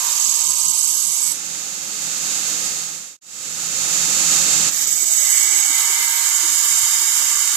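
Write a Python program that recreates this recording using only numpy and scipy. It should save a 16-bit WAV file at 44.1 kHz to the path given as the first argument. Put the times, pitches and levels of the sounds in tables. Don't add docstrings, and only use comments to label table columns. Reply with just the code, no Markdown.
import sys
import numpy as np
from scipy import signal
from scipy.fft import rfft, irfft
from scipy.io import wavfile
from scipy.ndimage import uniform_filter1d, map_coordinates

SR = 44100
rng = np.random.default_rng(int(sys.argv[2]) if len(sys.argv) > 2 else 0)


def gain_from_decibels(decibels):
    exponent = np.asarray(decibels, float) / 20
    return 10 ** exponent


def waveform_to_disk(signal):
    frames = np.transpose(np.atleast_2d(signal))
    scaled = np.clip(frames, -1, 1) * 32767
    samples = np.round(scaled).astype(np.int16)
    wavfile.write(sys.argv[1], SR, samples)


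N = 333396
T = np.arange(N) / SR
LIFT_S, TOUCH_S = 1.33, 4.69
FADE_OUT_END_S, FADE_IN_START_S = 3.192, 3.209
FRAME, OVERLAP = 2048, 1536


def evened(x):
    return x / np.sqrt(np.mean(x ** 2) + 1e-20)


def read(points, hz):
    f, value = np.transpose(points)
    return np.interp(np.log(hz + 1), np.log(f + 1), value)


def curve(rows, t, axis=1):
    rows = np.array(rows)
    return np.interp(t, rows[:, 0], rows[:, axis])


def drift(hz):
    steps = rng.standard_normal(size=20000)
    return evened(np.interp(T * 2 * hz, np.arange(len(steps)), steps))


def resonances_db(rows, hz):
    return sum(db / (1 + (2 * (hz - f) / width) ** 2) for f, width, db in rows)


# f/Hz, extra left minus right level/dB
PORT_RING = [(3800, 0), (4850, 4), (5600, 2), (6200, -1), (7100, -7.5), (7900, -3.5), (8500, 5),
             (9400, 7.5), (10500, -0.5)]
# f/Hz, level/dB
RIPPLE = [(1000, 2.2), (4000, 2), (6000, 1), (15000, 1)]
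LAG_S, SCATTER_RAD = 1e-4, 1.66


def coloured(pair, gain, balance, same):
    hz, t, z = signal.stft(pair, SR, nperseg=FRAME, noverlap=OVERLAP)
    room = evened(uniform_filter1d(rng.standard_normal((2, len(hz))), size=5, axis=1))[..., None]
    hz = hz[:, None]
    phase = -2 * np.pi * hz * LAG_S + SCATTER_RAD * room[0] * np.clip(hz / 1000, 0, 1)
    like = np.clip(read(same, hz), 0, 1)
    right = z[1]
    left = like * np.exp(1j * phase) * z[1] + np.sqrt(1 - like ** 2) * z[0]
    lean = gain_from_decibels(balance(hz, t) + read(PORT_RING, hz))
    shape = gain(hz, t) * gain_from_decibels(read(RIPPLE, hz) * room[1])
    shape = shape / np.sqrt((1 + lean ** 2) * (shape ** 2).mean(0))
    ports = np.array([left * lean, right]) * 2 * shape
    return signal.istft(ports, SR, nperseg=FRAME, noverlap=OVERLAP)[1][:, :N]


DUCK_FIRST_DB, DUCK_HELD_DB, DUCK_QUICK_DB, DUCK_SECOND_DB = -13.5, -11, -8.5, -13
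HOLD_S, RECOVER_DB_PER_S, QUICK_S, SETTLE_S = 0.5, 14, 0.017, 0.5


def automatic_gain_db(t):
    back_s = LIFT_S + HOLD_S - DUCK_HELD_DB / RECOVER_DB_PER_S
    times = [LIFT_S, LIFT_S + QUICK_S, LIFT_S + HOLD_S, back_s, TOUCH_S, TOUCH_S + QUICK_S, TOUCH_S + SETTLE_S]
    levels = [DUCK_FIRST_DB, DUCK_HELD_DB, DUCK_HELD_DB, 0, 0, DUCK_QUICK_DB, DUCK_SECOND_DB]
    return np.interp(t, times, levels)


# t/s, rotation/(turns per s)
WHEEL = [
    (0, 20.6),
    (1.3, 20.6),
    (1.45, 20.87),
    (4.7, 20.87),
    (5.2, 20.2),
    (6.0, 19.95),
    (6.5, 19.87),
    (7.56, 19.87),
]
BELT_HZ, WOBBLE_S = 1.81, 27e-6


def wheel_turns():
    wobble = WHEEL[0][1] * WOBBLE_S * np.sin(2 * np.pi * BELT_HZ * T)
    return np.cumsum(curve(WHEEL, T)) / SR + wobble


RIM_EVEN = 0.48


def rattle(turns):
    size = 2113
    orders = rfft(rng.standard_normal((2, size)))
    rims = evened(irfft(orders / abs(orders) ** RIM_EVEN, size))
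    place = [turns % 1 * size]
    return np.array([map_coordinates(rim, place, order=3, mode="grid-wrap") for rim in rims])


# f/Hz, density level/dB per Hz
MACHINE = [(240, -45), (400, -21.5), (526, -22), (630, -20.5), (900, -13), (1150, -16), (1260, -6.5),
           (1370, -12.5), (2030, -12.5), (3610, -8.5), (5600, -5.5), (7030, 3), (7930, -3.5), (9090, -13),
           (13900, -18.5), (15000, -20.5)]
# f/Hz, power share alike each turn
REPEATS = [(500, .35), (1200, .7), (4000, .65), (6000, .85), (8200, .85), (9500, .25), (14000, .1)]
# f/Hz, width/Hz, level/dB
MACHINE_NOTCHES = [(1703, 42, 5), (2060, 103, 3.5), (3000, 84, 3.5), (3450, 320, -3)]
# f/Hz, width/Hz, level/dB
RIDGES = [
    [(6560, 290, 1.5), (7740, 130, 4.5), (8000, 300, -1)],
    [(6850, 310, 1), (7700, 140, 1.5), (8300, 180, 1.5)],
]
# f/Hz, level/dB
WHINE = [
    [(4382, -49), (4883, -49), (5572, -49), (6530, -39.5), (6595, -45), (6718, -42), (6848, -44),
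     (6907, -50), (7138, -51), (7219, -52), (7596, -43), (7639, -40.5), (7741, -40), (8140, -52)],
    [(4382, -44), (4883, -45), (5216, -45.5), (5884, -46), (6158, -39), (6616, -41), (6826, -33.5),
     (6971, -37.5), (7052, -34), (7407, -35), (7537, -41), (7639, -34.5), (7763, -41), (7865, -34)],
]
WHINE_DB = [31, 26.5]
# f/Hz, left minus right level/dB
PORTS = [
    [(60, -1), (99, 3.5), (160, -3.5), (270, 2.5), (440, 2), (730, -1.5), (1200, 2), (1980, -2), (3260, 3),
     (5370, -6), (8850, -13), (14600, -22)],
    [(60, 6.0), (99, 5.0), (160, 8), (270, 16), (440, 31), (730, -5), (1200, -5), (1980, -25), (3260, -0.5),
     (5370, -7), (8850, -27), (14600, -65)],
    [(60, 3.0), (99, 8), (160, 14), (270, 16), (440, 25), (730, -7.5), (1200, -4.5), (1980, 3), (3260, 0.5),
     (5370, -8), (8850, -11), (14600, -13.5)],
]
# f/Hz, level/dB
BODY_SHADE = [(9000, -0.5), (12000, -19), (13400, -19), (14600, -17)]
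# f/Hz, likeness
SAME = [(60, 0.25), (150, 0.71), (370, 0.69), (940, 0.63), (2340, 0.96), (5840, 0.63), (9000, 0.33),
        (14600, 0.16)]
FREE_DB = -19
LOADED_DB, LOADED_S = 6, 0.5
SHAKE_DB, SHAKE_S = 8.5, 0.34
FRESH_SHARE = .28


def machine(turns):
    def lean(hz, t):
        return read(PORTS[0], hz) + read(BODY_SHADE, hz) * (t < LIFT_S)

    def colour(hz, t):
        ridges_db = np.where(t < FADE_OUT_END_S, resonances_db(RIDGES[0], hz), resonances_db(RIDGES[1], hz))
        return gain_from_decibels(read(MACHINE, hz) + resonances_db(MACHINE_NOTCHES, hz) + ridges_db)

    def alike_colour(hz, t):
        return colour(hz, t) * np.sqrt(read(REPEATS, hz))

    def fresh_colour(hz, t):
        return colour(hz, t) * np.sqrt(1 - read(REPEATS, hz))

    alike = coloured(rattle(turns), alike_colour, lean, SAME)
    fresh = coloured(rng.standard_normal((2, N)), fresh_colour, lean, SAME)
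    whine = np.zeros((2, N))
    half = (T > FADE_OUT_END_S).astype(int)
    for (hz, db), (late_hz, late_db) in zip(*WHINE):
        order = np.round(np.array([hz, late_hz]) / WHEEL[2][1])[half]
        tone_db = (np.array([db, late_db]) + WHINE_DB)[half] + 2.0 * drift(hz=3)
        tone = gain_from_decibels(tone_db) * np.sin(2 * np.pi * (order * turns + rng.random()))
        whine += tone * gain_from_decibels([[lean(hz, 0) + read(PORT_RING, hz)], [0]])
    loaded_db = LOADED_DB * np.clip((T - TOUCH_S) / LOADED_S, 0, 1) ** 2
    shake_db = SHAKE_DB * np.exp(-T / SHAKE_S)
    level_db = FREE_DB + automatic_gain_db(T) + loaded_db + shake_db + .5 * drift(hz=12)
    return gain_from_decibels(level_db) * (np.sqrt(1 - FRESH_SHARE) * alike + np.sqrt(FRESH_SHARE) * fresh + whine)


# f/Hz, level/dB
RUMBLE_COLOUR = [(18, -42), (36, -14), (102, -4), (151, -4), (256, -10), (301, -3.5), (368, -9.5),
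                 (529, -3), (600, -12.5), (780, -36), (1320, -120)]
# f/Hz, level/dB
TONES = [(70.0, -59.5), (161.5, -45), (204.6, -51.5), (306.8, -48), (419.9, -72), (532.9, -52.5)]
RUMBLE_DB = -38
DEEP_HZ, DEEP_FIRST_DB = 110, -6
THROB_HZ, THROB_AT_S, THROB, THROB_FREE = 5.1, 0.3, 2.9, 0.19
THROB_FROM_S, THROB_SHARP = .27, 1.7
FLUTTER_HZ, FLUTTER = 8.3, 0.6


def rumble():
    def colour(hz, t):
        deep_db = DEEP_FIRST_DB * (t < FADE_OUT_END_S) / (1 + (hz / DEEP_HZ) ** 4)
        return gain_from_decibels(read(RUMBLE_COLOUR, hz) + deep_db)

    noise = coloured(rng.standard_normal((2, N)), colour, lambda hz, t: read(PORTS[0], hz), SAME)
    beat = np.cos(2 * np.pi * THROB_HZ * (T - THROB_AT_S))
    pulses = (T > THROB_FROM_S) * THROB * np.exp(THROB_SHARP * (beat - 1)) - .9
    throb = np.where(T < LIFT_S, pulses, THROB_FREE * beat)
    flutter = FLUTTER * np.cos(2 * np.pi * FLUTTER_HZ * T)
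    tones = np.zeros(N)
    for hz, db in TONES:
        swell = 1 + throb * (hz < 200) + flutter * (250 < hz < 350)
        tones += gain_from_decibels(db + 2.0 * drift(hz=6.0)) * swell * np.sin(2 * np.pi * (hz * T + rng.random()))
    return gain_from_decibels(RUMBLE_DB + automatic_gain_db(T)) * evened(noise + 1.01 * evened(tones))


# t/s, half length/s, f/Hz, width/Hz, level/dB
SHIFTS = [(0.38, 0.3, 6550, 500, 5), (1.25, 0.14, 6500, 370, -4.5), (0.29, 0.39, 2050, 290, -7),
          (1.4, .2, 2070, 200, -5), (.05, .1, 9450, 300, -6), (1.11, .07, 9300, 700, 4.5),
          (0.71, .3, 13000, 2500, -2), (4.77, .13, 7950, 530, -6), (6.4, 0.14, 6600, 680, 3),
          (4.98, .1, 1800, 500, 6), (5.14, 0.042, 1900, 200, -2), (5.15, .07, 6500, 800, 3.5),
          (5.85, 0.28, 2240, 47, 5), (6.65, 0.77, 5860, 580, -5), (5.6, 0.41, 6600, 420, 3.5),
          (5.05, 0.18, 8500, 350, -3), (5.16, 0.23, 14000, 340, 5), (6.3, 0.17, 2060, 120, 0),
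          (6.7, 0.18, 2240, 100, 3), (6.1, .2, 1600, 410, 2), (5.43, .45, 7940, 240, 4),
          (5.7, 0.54, 7050, 300, -3.5), (5.4, .2, 2062, 70, 4), (5.98, 0.16, 2062, 70, 5),
          (7.2, .5, 5100, 400, -1), (0.43, .5, 4580, 140, 4), (6.1, 0.21, 13300, 1600, 0),
          (1.25, .1, 12000, 1500, -4), (4.2, .15, 3300, 500, -5.5), (.3, .25, 7430, 120, 1),
          (.55, .5, 7050, 350, -4), (.5, .5, 5950, 500, -3), (1.32, .04, 6900, 1200, -6),
          (.45, .35, 7950, 200, 3), (4.93, .08, 1200, 1500, -4)]


def shifts_db(hz, t):
    s, half, f, width, db = np.transpose(SHIFTS)
    stretch = db / (1 + (2 * (hz - f) / width) ** 2)
    moment = np.exp(-((t[:, None] - s) / half) ** 2)
    return stretch @ moment.T


# t/s, pressure level/dB, free ringing level/dB, low ring level/dB
CONTACTS = [
    [(0, -29.5, -6, 19), (.05, -24, -7.5, 13), (.2, -21, -7.5, 0.5), (.3, -21, -4.5, 3),
     (.55, -21.5, -2, 2), (.9, -20.5, 0.5, -2.5), (1.1, -22.5, -0.5, 1), (1.33, -21.5, 3, 0.5)],
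    [(4.7, -27, -13, 5), (4.82, -22, -9.5, -3.5), (5.0, -21.5, -1, -9.5), (5.32, -17, -0.8, 1),
     (5.7, -19, -1.1, 2), (6.1, -21, 0.8, 3.5), (6.76, -18, -1.5, -4), (7.05, -19.5, 1.5, -0.7),
     (7.56, -19.5, -2, -0.5)],
]
# t/s, hold index (fractions blend)
GRIP = [(0, -0.5), (2, 0.5), (4, 1), (5.65, 1.5), (5.9, 2.5), (6.15, 2), (6.45, 3), (7.56, 3)]
# f/Hz, density level/dB per Hz
GRIT = [
    [(290, -52), (500, -28.5), (800, -39.5), (922, -17), (2100, -35), (2610, -15), (4110, -16.5),
     (4470, -14), (7680, -1), (8730, -24), (9790, -15.5), (14200, -16.5), (15000, -13.5)],
    [(290, -72), (500, -40), (896, -20), (1080, -27), (1880, -13), (2070, -32), (2570, -26), (2920, -22),
     (4110, -15), (7790, 2), (8860, -28), (14200, -14), (15000, -22)],
    [(290, -70), (500, -30.5), (949, -17), (1910, -23), (2070, -10.5), (2610, -21), (2920, -7.5),
     (4170, -13), (6860, -7), (14000, -15.5), (15000, -11)],
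    [(290, -91), (500, -78), (909, -12), (1680, -16), (1910, -27), (2070, -13), (2610, -30), (2960, -10.5),
     (4170, -18), (7260, 0), (8860, -11.5), (14000, -14), (15000, -17)],
]
GRIT_DB = [-0.5, -5.5, -5.5, -3.5]
# f/Hz, width/Hz, level/dB
BLADE_EARLY = [
    [(903, 16, -9), (947, 14, -13), (1023, 13, -11), (4550, 90, -4), (4820, 110, -14), (5460, 43, -3),
     (5940, 40, 2), (6510, 220, 2.5), (7460, 79, 1), (7660, 29, -10), (7900, 450, 3), (9464, 106, 2.5),
     (9940, 180, -9.5), (11630, 220, -6)],
    [(2058, 30, -1), (2140, 25, -11), (2241, 20, -4.5), (2830, 100, -9), (3430, 110, -14), (4800, 38, -17),
     (5740, 91, -22), (6500, 320, 0), (7850, 300, 4), (8800, 39, -12), (9530, 120, -10), (12400, 100, -15),
     (12800, 100, -18), (13920, 130, -11.5)],
]
# f/Hz, width/Hz, level/dB
BLADE_LATE = [
    [(930, 30, -19), (1597, 48, -14), (2064, 29, -0.5), (2250, 14, -5), (2880, 84, -17), (3670, 31, -3.5),
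     (5700, 42, -18), (6910, 520, -2), (7700, 120, -5), (7890, 190, 1.5), (9300, 160, -8), (12830, 97, -3),
     (14000, 150, -8.5)],
    [(946, 20, -17), (1750, 140, -16), (2060, 29, -2.5), (2255, 17, -8), (2820, 135, -11), (3670, 40, -4.5),
     (4960, 180, -7.5), (6130, 20, -26), (7240, 600, -1), (9580, 160, -7), (9900, 260, -25),
     (11700, 160, -18), (12750, 87, -12), (14000, 220, -17)],
]
# f/Hz, width/Hz, level/dB
NOTCHES = [(1063, 36, -14), (1340, 59, -10.5), (1550, 27, -6), (2597, 91, -8.5), (2852, 75, -5),
           (3500, 520, 1), (3395, 71, -7.5), (4270, 90, -7), (4280, 100, -10)]
# level/dB, then time constant/s
SPARK_DB = [16, 17]
SPARK_S = [0.13, 0.24]
SPARK_PER_RING, SPARK_REST_DB = 0.74, 1.05


def blade_colour(hz, t):
    grip, power, rows = curve(GRIP, t), 0, CONTACTS[0] + CONTACTS[1]
    ring_db = curve(rows, t, axis=2)
    for k, modes in enumerate(BLADE_EARLY + BLADE_LATE):
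        hold = gain_from_decibels(read(GRIT[k], hz) + GRIT_DB[k]) ** 2
        flutter = uniform_filter1d(rng.standard_normal((len(modes), len(t))), size=8, axis=1)
        for (f, width, db), wander in zip(modes, flutter):
            mode_power = gain_from_decibels(db + ring_db + 3.1 * wander) ** 2
            hold = hold + mode_power / (1 + (2 * (hz - f) / width) ** 2) ** 1.96
        power = power + np.clip(1 - abs(grip - k), 0, 1) * hold
    high = 1 / (1 + (8700 / (hz + 1)) ** 8)
    low = 1 / (1 + (hz / 2400) ** 6)
    flare_db = SPARK_DB[0] * np.exp(-t / SPARK_S[0]) + SPARK_DB[1] * np.exp(-abs(t - TOUCH_S) / SPARK_S[1])
    fizz_db = SPARK_REST_DB + SPARK_PER_RING * ring_db + flare_db
    low_ring_db = curve(rows, t, axis=3)
    colour_db = shifts_db(hz, t) + resonances_db(NOTCHES, hz) + high * fizz_db + low * low_ring_db
    return np.sqrt(power) * gain_from_decibels(colour_db)


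# t/s of the new bite, level/dB it sank (positive = a snag)
SKIPS = [(.15, -7), (.198, -2), (.434, -1), (0.729, -5), (.875, 1), (.928, -1), (1.204, -1), (4.866, -13),
         (4.955, -2.5), (4.993, -2), (5.055, -5), (5.112, 0), (6.794, 2.5), (7.47, -7)]
SINK_S, BITE_S = 0.0091, 0.0023


def skips_db():
    return sum(db * np.exp(np.where(T < s, (T - s) / SINK_S, (s - T) / BITE_S)) for s, db in SKIPS)


# place/turns, half width/turns, level/dB
SPOTS = [
    [(.16, .04, 4), (.41, .05, 5), (.9, .11, -7)],
    [(.14, .04, 3), (.28, .06, -5), (.7, .1, 3), (.95, .06, -5)],
    [(.3, .14, 3), (.42, .04, 3), (.92, .12, -4)],
]
# lower f/Hz, upper f/Hz
SPOT_BAND_HZ = [
    [7200, 8500],
    [6000, 7100],
    [4200, 5000],
]
# t/s, factor
SPOTTY = [(0, 1), (.9, 1), (1.3, .6), (4.7, .5), (5.1, .8), (5.4, .3), (7.56, .2)]


def spotted(hiss, turns):
    out = hiss
    for band_hz, spots in zip(SPOT_BAND_HZ, SPOTS):
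        band = signal.sosfiltfilt(signal.butter(2, band_hz, "band", fs=SR, output="sos"), hiss)
        spots_db = 0
        for place, half, db in spots:
            distance = (turns - place + .5) % 1 - .5
            spots_db = spots_db + db * np.exp(-(distance / half) ** 2)
        out = out + band * (gain_from_decibels(curve(SPOTTY, T) * spots_db) - 1)
    return out


# bumps per turn, level/dB
BUMPS = [(1, .4), (2, -0.4), (3, -0.2), (4, 0.5), (6, .5), (7, 0.5), (8, -1.5), (9, 0.2), (11, -0.3),
         (13, -1.4), (16, 1)]
# t/s, factor
BUMPY = [(0, 0.77), (1.3, 0.73), (4.7, 0.94), (5.2, 0.53), (6, 0.36), (7.56, 0.19)]
# f/Hz, likeness
SAME_BLADE = [(300, 0.56), (1000, 0.37), (2500, 0.51), (5000, 0.32), (9000, 0.84), (14600, 0.2)]
REPEAT_GRIT = 1.1
TRAIL, TRAIL_S = 0.35, .03


def grinding(turns):
    repeated = REPEAT_GRIT * np.sqrt(curve(BUMPY, T)) * rattle(turns)
    grains = (rng.standard_normal((2, N)) + repeated) * gain_from_decibels(1.14 * drift(hz=890))
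    hz = np.fft.rfftfreq(FRAME, 1 / SR)[:, None]
    hop = FRAME - OVERLAP
    colour = blade_colour(hz, np.arange(N // hop + 8) * hop / SR)

    def lean(hz, t):
        return np.where(t < 3, read(PORTS[1], hz), read(PORTS[2], hz))

    hiss = coloured(evened(grains), lambda hz, t: colour[:, :len(t)], lean, SAME_BLADE)
    bumps_db = sum(db * np.cos(2 * np.pi * (k * turns + rng.random())) for k, db in BUMPS)
    trail = TRAIL * np.exp(-np.maximum(T - LIFT_S, 0) / TRAIL_S)
    leaving = np.clip((LIFT_S + 0.0067 - T) / 0.018, 0, 1)
    touching = np.maximum(leaving, trail) + np.clip((T - TOUCH_S) / 0.046, 0, 1)
    pressure_db = curve(CONTACTS[0] + CONTACTS[1], T) + skips_db()
    pressure_db = pressure_db + curve(BUMPY, T) * bumps_db + 0.5 * drift(hz=25.2)
    return touching * gain_from_decibels(pressure_db) * spotted(hiss, turns)


# f/Hz, level/dB
SINGING = [
    [(903, -51.5), (947, -48), (1027, -43.5), (1169, -51.5)],
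    [(894, -54), (938, -54), (1120, -56), (1173, -50), (1432, -50.5), (1616, -50.5), (1711, -52),
     (2062, -44.5), (2239, -47.5)],
]
SING_FADE_DB_PER_S, SING_FROM_S, SING_RISE_S = 13, 5.13, 0.44


def singing():
    fading = (T < LIFT_S) * gain_from_decibels(-SING_FADE_DB_PER_S * T)
    growing = np.clip((T - SING_FROM_S) / SING_RISE_S, 0, 1)
    out = np.zeros(N)
    for strength, tones in zip((fading, growing), SINGING):
        for hz, db in tones:
            tone = np.sqrt(2) * np.sin(2 * np.pi * hz * T + 0.7 * drift(hz=4))
            out += strength * gain_from_decibels(db + 3.0 * drift(hz=6)) * tone
    return out


# t/s, f/Hz, level/dB, half length/s
THUMPS = [(0.1, 150, -49, 0.029), (5.0, 100, -52, .03), (5.85, 170, -52, .03), (6.55, 170, -52, .03),
          (5.03, 360, -41, 0.012), (5.26, 588, -46, 0.14), (5.155, 121, -53, 0.042),
          (5.272, 99, -51.5, 0.048), (5.397, 120.4, -46, 0.023), (5.456, 350, -44, 0.023),
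          (5.583, 190, -43, 0.019), (5.705, 290, -36.5, 0.0063), (5.75, 805, -46.5, 0.38),
          (5.757, 200, -46, 0.023), (5.8, 1300, -41.5, 0.11), (7.5, 250, -54, .025),
          (6.06, 938, -42.5, 0.32), (6.035, 220, -48, 0.017), (6.094, 420, -49.5, 0.32),
          (6.188, 210, -50, 0.027), (6.447, 330, -39, 0.018), (6.517, 270, -46, 0.032),
          (6.727, 190, -46, 0.028), (6.836, 100, -41.5, 0.0137), (5.9, 380, -44, 0.017),
          (6.655, 390, -48.5, .025), (6.735, 480, -46, 0.022), (6.78, 720, -42.5, .015),
          (5.52, 460, -45, .025), (5.55, 310, -50, 0.11), (5.1, 670, -43.5, .06), (7.36, 415, -50, 0.11),
          (7.2, 270, -53, 0.094), (7.22, 595, -55, 0.026), (6.99, 510, -53, 0.027),
          (7.028, 330, -42, 0.014), (7.545, 270, -46, 0.016)]


def thump():
    out = np.zeros(N)
    for s, hz, db, half in THUMPS:
        near = slice(max(int((s - 3 * half) * SR), 0), int((s + 3 * half) * SR))
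        envelope = gain_from_decibels(db) * np.exp(-((T[near] - s) / half) ** 2)
        out[near] += envelope * np.sin(2 * np.pi * hz * T[near])
    return out


# f/Hz, width/Hz, level/dB, t60/s
RING_OUT = [
    (5800, 200, -27, .04),
    (7780, 120, -23, .1),
    (9480, 60, -28, 0.27),
]
FLARE_S = 0.045


def ring_out():
    out, near = np.zeros((2, N)), slice(SR, 2 * SR)
    t = T[near] - LIFT_S
    for hz, width, db, t60 in RING_OUT:
        r = np.exp(-np.pi * width / SR)
        noise = rng.standard_normal(SR) + 1j * rng.standard_normal(SR)
        fuzz = signal.lfilter([1 - r], [1, -r], noise)
        mode = evened((fuzz * np.exp(2j * np.pi * hz * t)).real)
        level = np.clip(1 + t / FLARE_S, 0, 1) * gain_from_decibels(db - 60 * np.maximum(t, 0) / t60)
        out[:, near] += level * mode * gain_from_decibels(np.array([[read(PORTS[1], hz)], [0]]))
    return out


def scene():
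    turns = wheel_turns()
    return machine(turns) + rumble() + grinding(turns) + singing() + thump() + ring_out()


# f/Hz, level/dB under the whole
GATE = [(60, -52), (150, -46), (300, -46.5), (500, -44.5), (760, -45.5), (900, -50), (1800, -41),
        (2600, -44.5), (3000, -49), (3400, -46), (4100, -43.5), (4700, -49.5), (15000, -61)]
# f/Hz, share of STRICT_DB
STRICT = [(140, 0.91), (190, 0.99), (240, 0.41), (330, -0.1), (480, 0.53), (600, 0.28), (760, .4),
          (850, 0.22), (2300, -0.19), (2600, 0.58), (4400, 0.91)]
# f/Hz, level/dB
LEFT_STRICT = [(2250, 0), (2500, 5), (2750, 5), (2950, 1), (3400, 5), (3800, 3), (4100, 5), (4450, 5),
               (4750, 0)]
STRICT_S, STRICT_RISE_S, STRICT_DB = 4.85, 0.67, 9.5
FIRST_STRICT, MIDDLE_HZ = .6, 2300
GATE_WANDER_DB, EDGE_HZ = 2, 14560


def gated(x):
    hz, t, z = signal.stft(x, SR, nperseg=FRAME, noverlap=OVERLAP)
    power = uniform_filter1d(abs(z) ** 2, size=3, axis=2)
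    whole = power.sum(1, keepdims=True)
    whole = np.sqrt(whole * whole.mean(0))
    rows = np.minimum(np.arange(len(hz)) // 4 * 4 + 1, len(hz) - 1)
    columns = np.arange(len(t)) // 2 * 2
    band = uniform_filter1d(power, size=4, axis=1)[:, rows][..., columns]
    wander = uniform_filter1d(rng.standard_normal((len(t), len(hz))), size=3, axis=0)
    wander = evened(uniform_filter1d(wander, size=8, axis=1)).T
    late = np.clip((t - STRICT_S) / STRICT_RISE_S, 0, 1)
    touch = FIRST_STRICT * (t < LIFT_S) + (t > TOUCH_S)
    share = read(STRICT, hz)
    strict_db = STRICT_DB * np.where(hz[:, None] > MIDDLE_HZ, np.outer(share, touch), np.outer(share, late))
    limit_db = GATE_WANDER_DB * wander[rows][:, columns] + read(GATE, hz)[:, None] + strict_db
    limit_db = limit_db + np.multiply.outer([1, 0], read(LEFT_STRICT, hz))[..., None]
    keep = band > whole * gain_from_decibels(limit_db) ** 2
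    return signal.istft(z * keep * (hz < EDGE_HZ)[:, None], SR, nperseg=FRAME, noverlap=OVERLAP)[1][:, :N]


# t/s, level/dB
CUT = [
    (3.165, 0),
    (3.17, -17),
    (3.19, -22),
    (3.192, -60),
    (3.208, -60),
    (3.212, -20),
    (3.224, 0),
]
FADE_S = 1.07


def fades():
    ramp = np.maximum(FADE_OUT_END_S - T, T - FADE_IN_START_S) / FADE_S
    return np.clip(ramp, .025, 1) * gain_from_decibels(curve(CUT, T))


def band_limit(x):
    return signal.sosfilt(signal.butter(12, 15180, fs=SR, output="sos"), x)


def record(dry):
    limited = np.tanh(dry / 1.05) * 1.14
    return band_limit(gated(limited) * fades())


dry = scene()
out = record(dry)
waveform_to_disk(out)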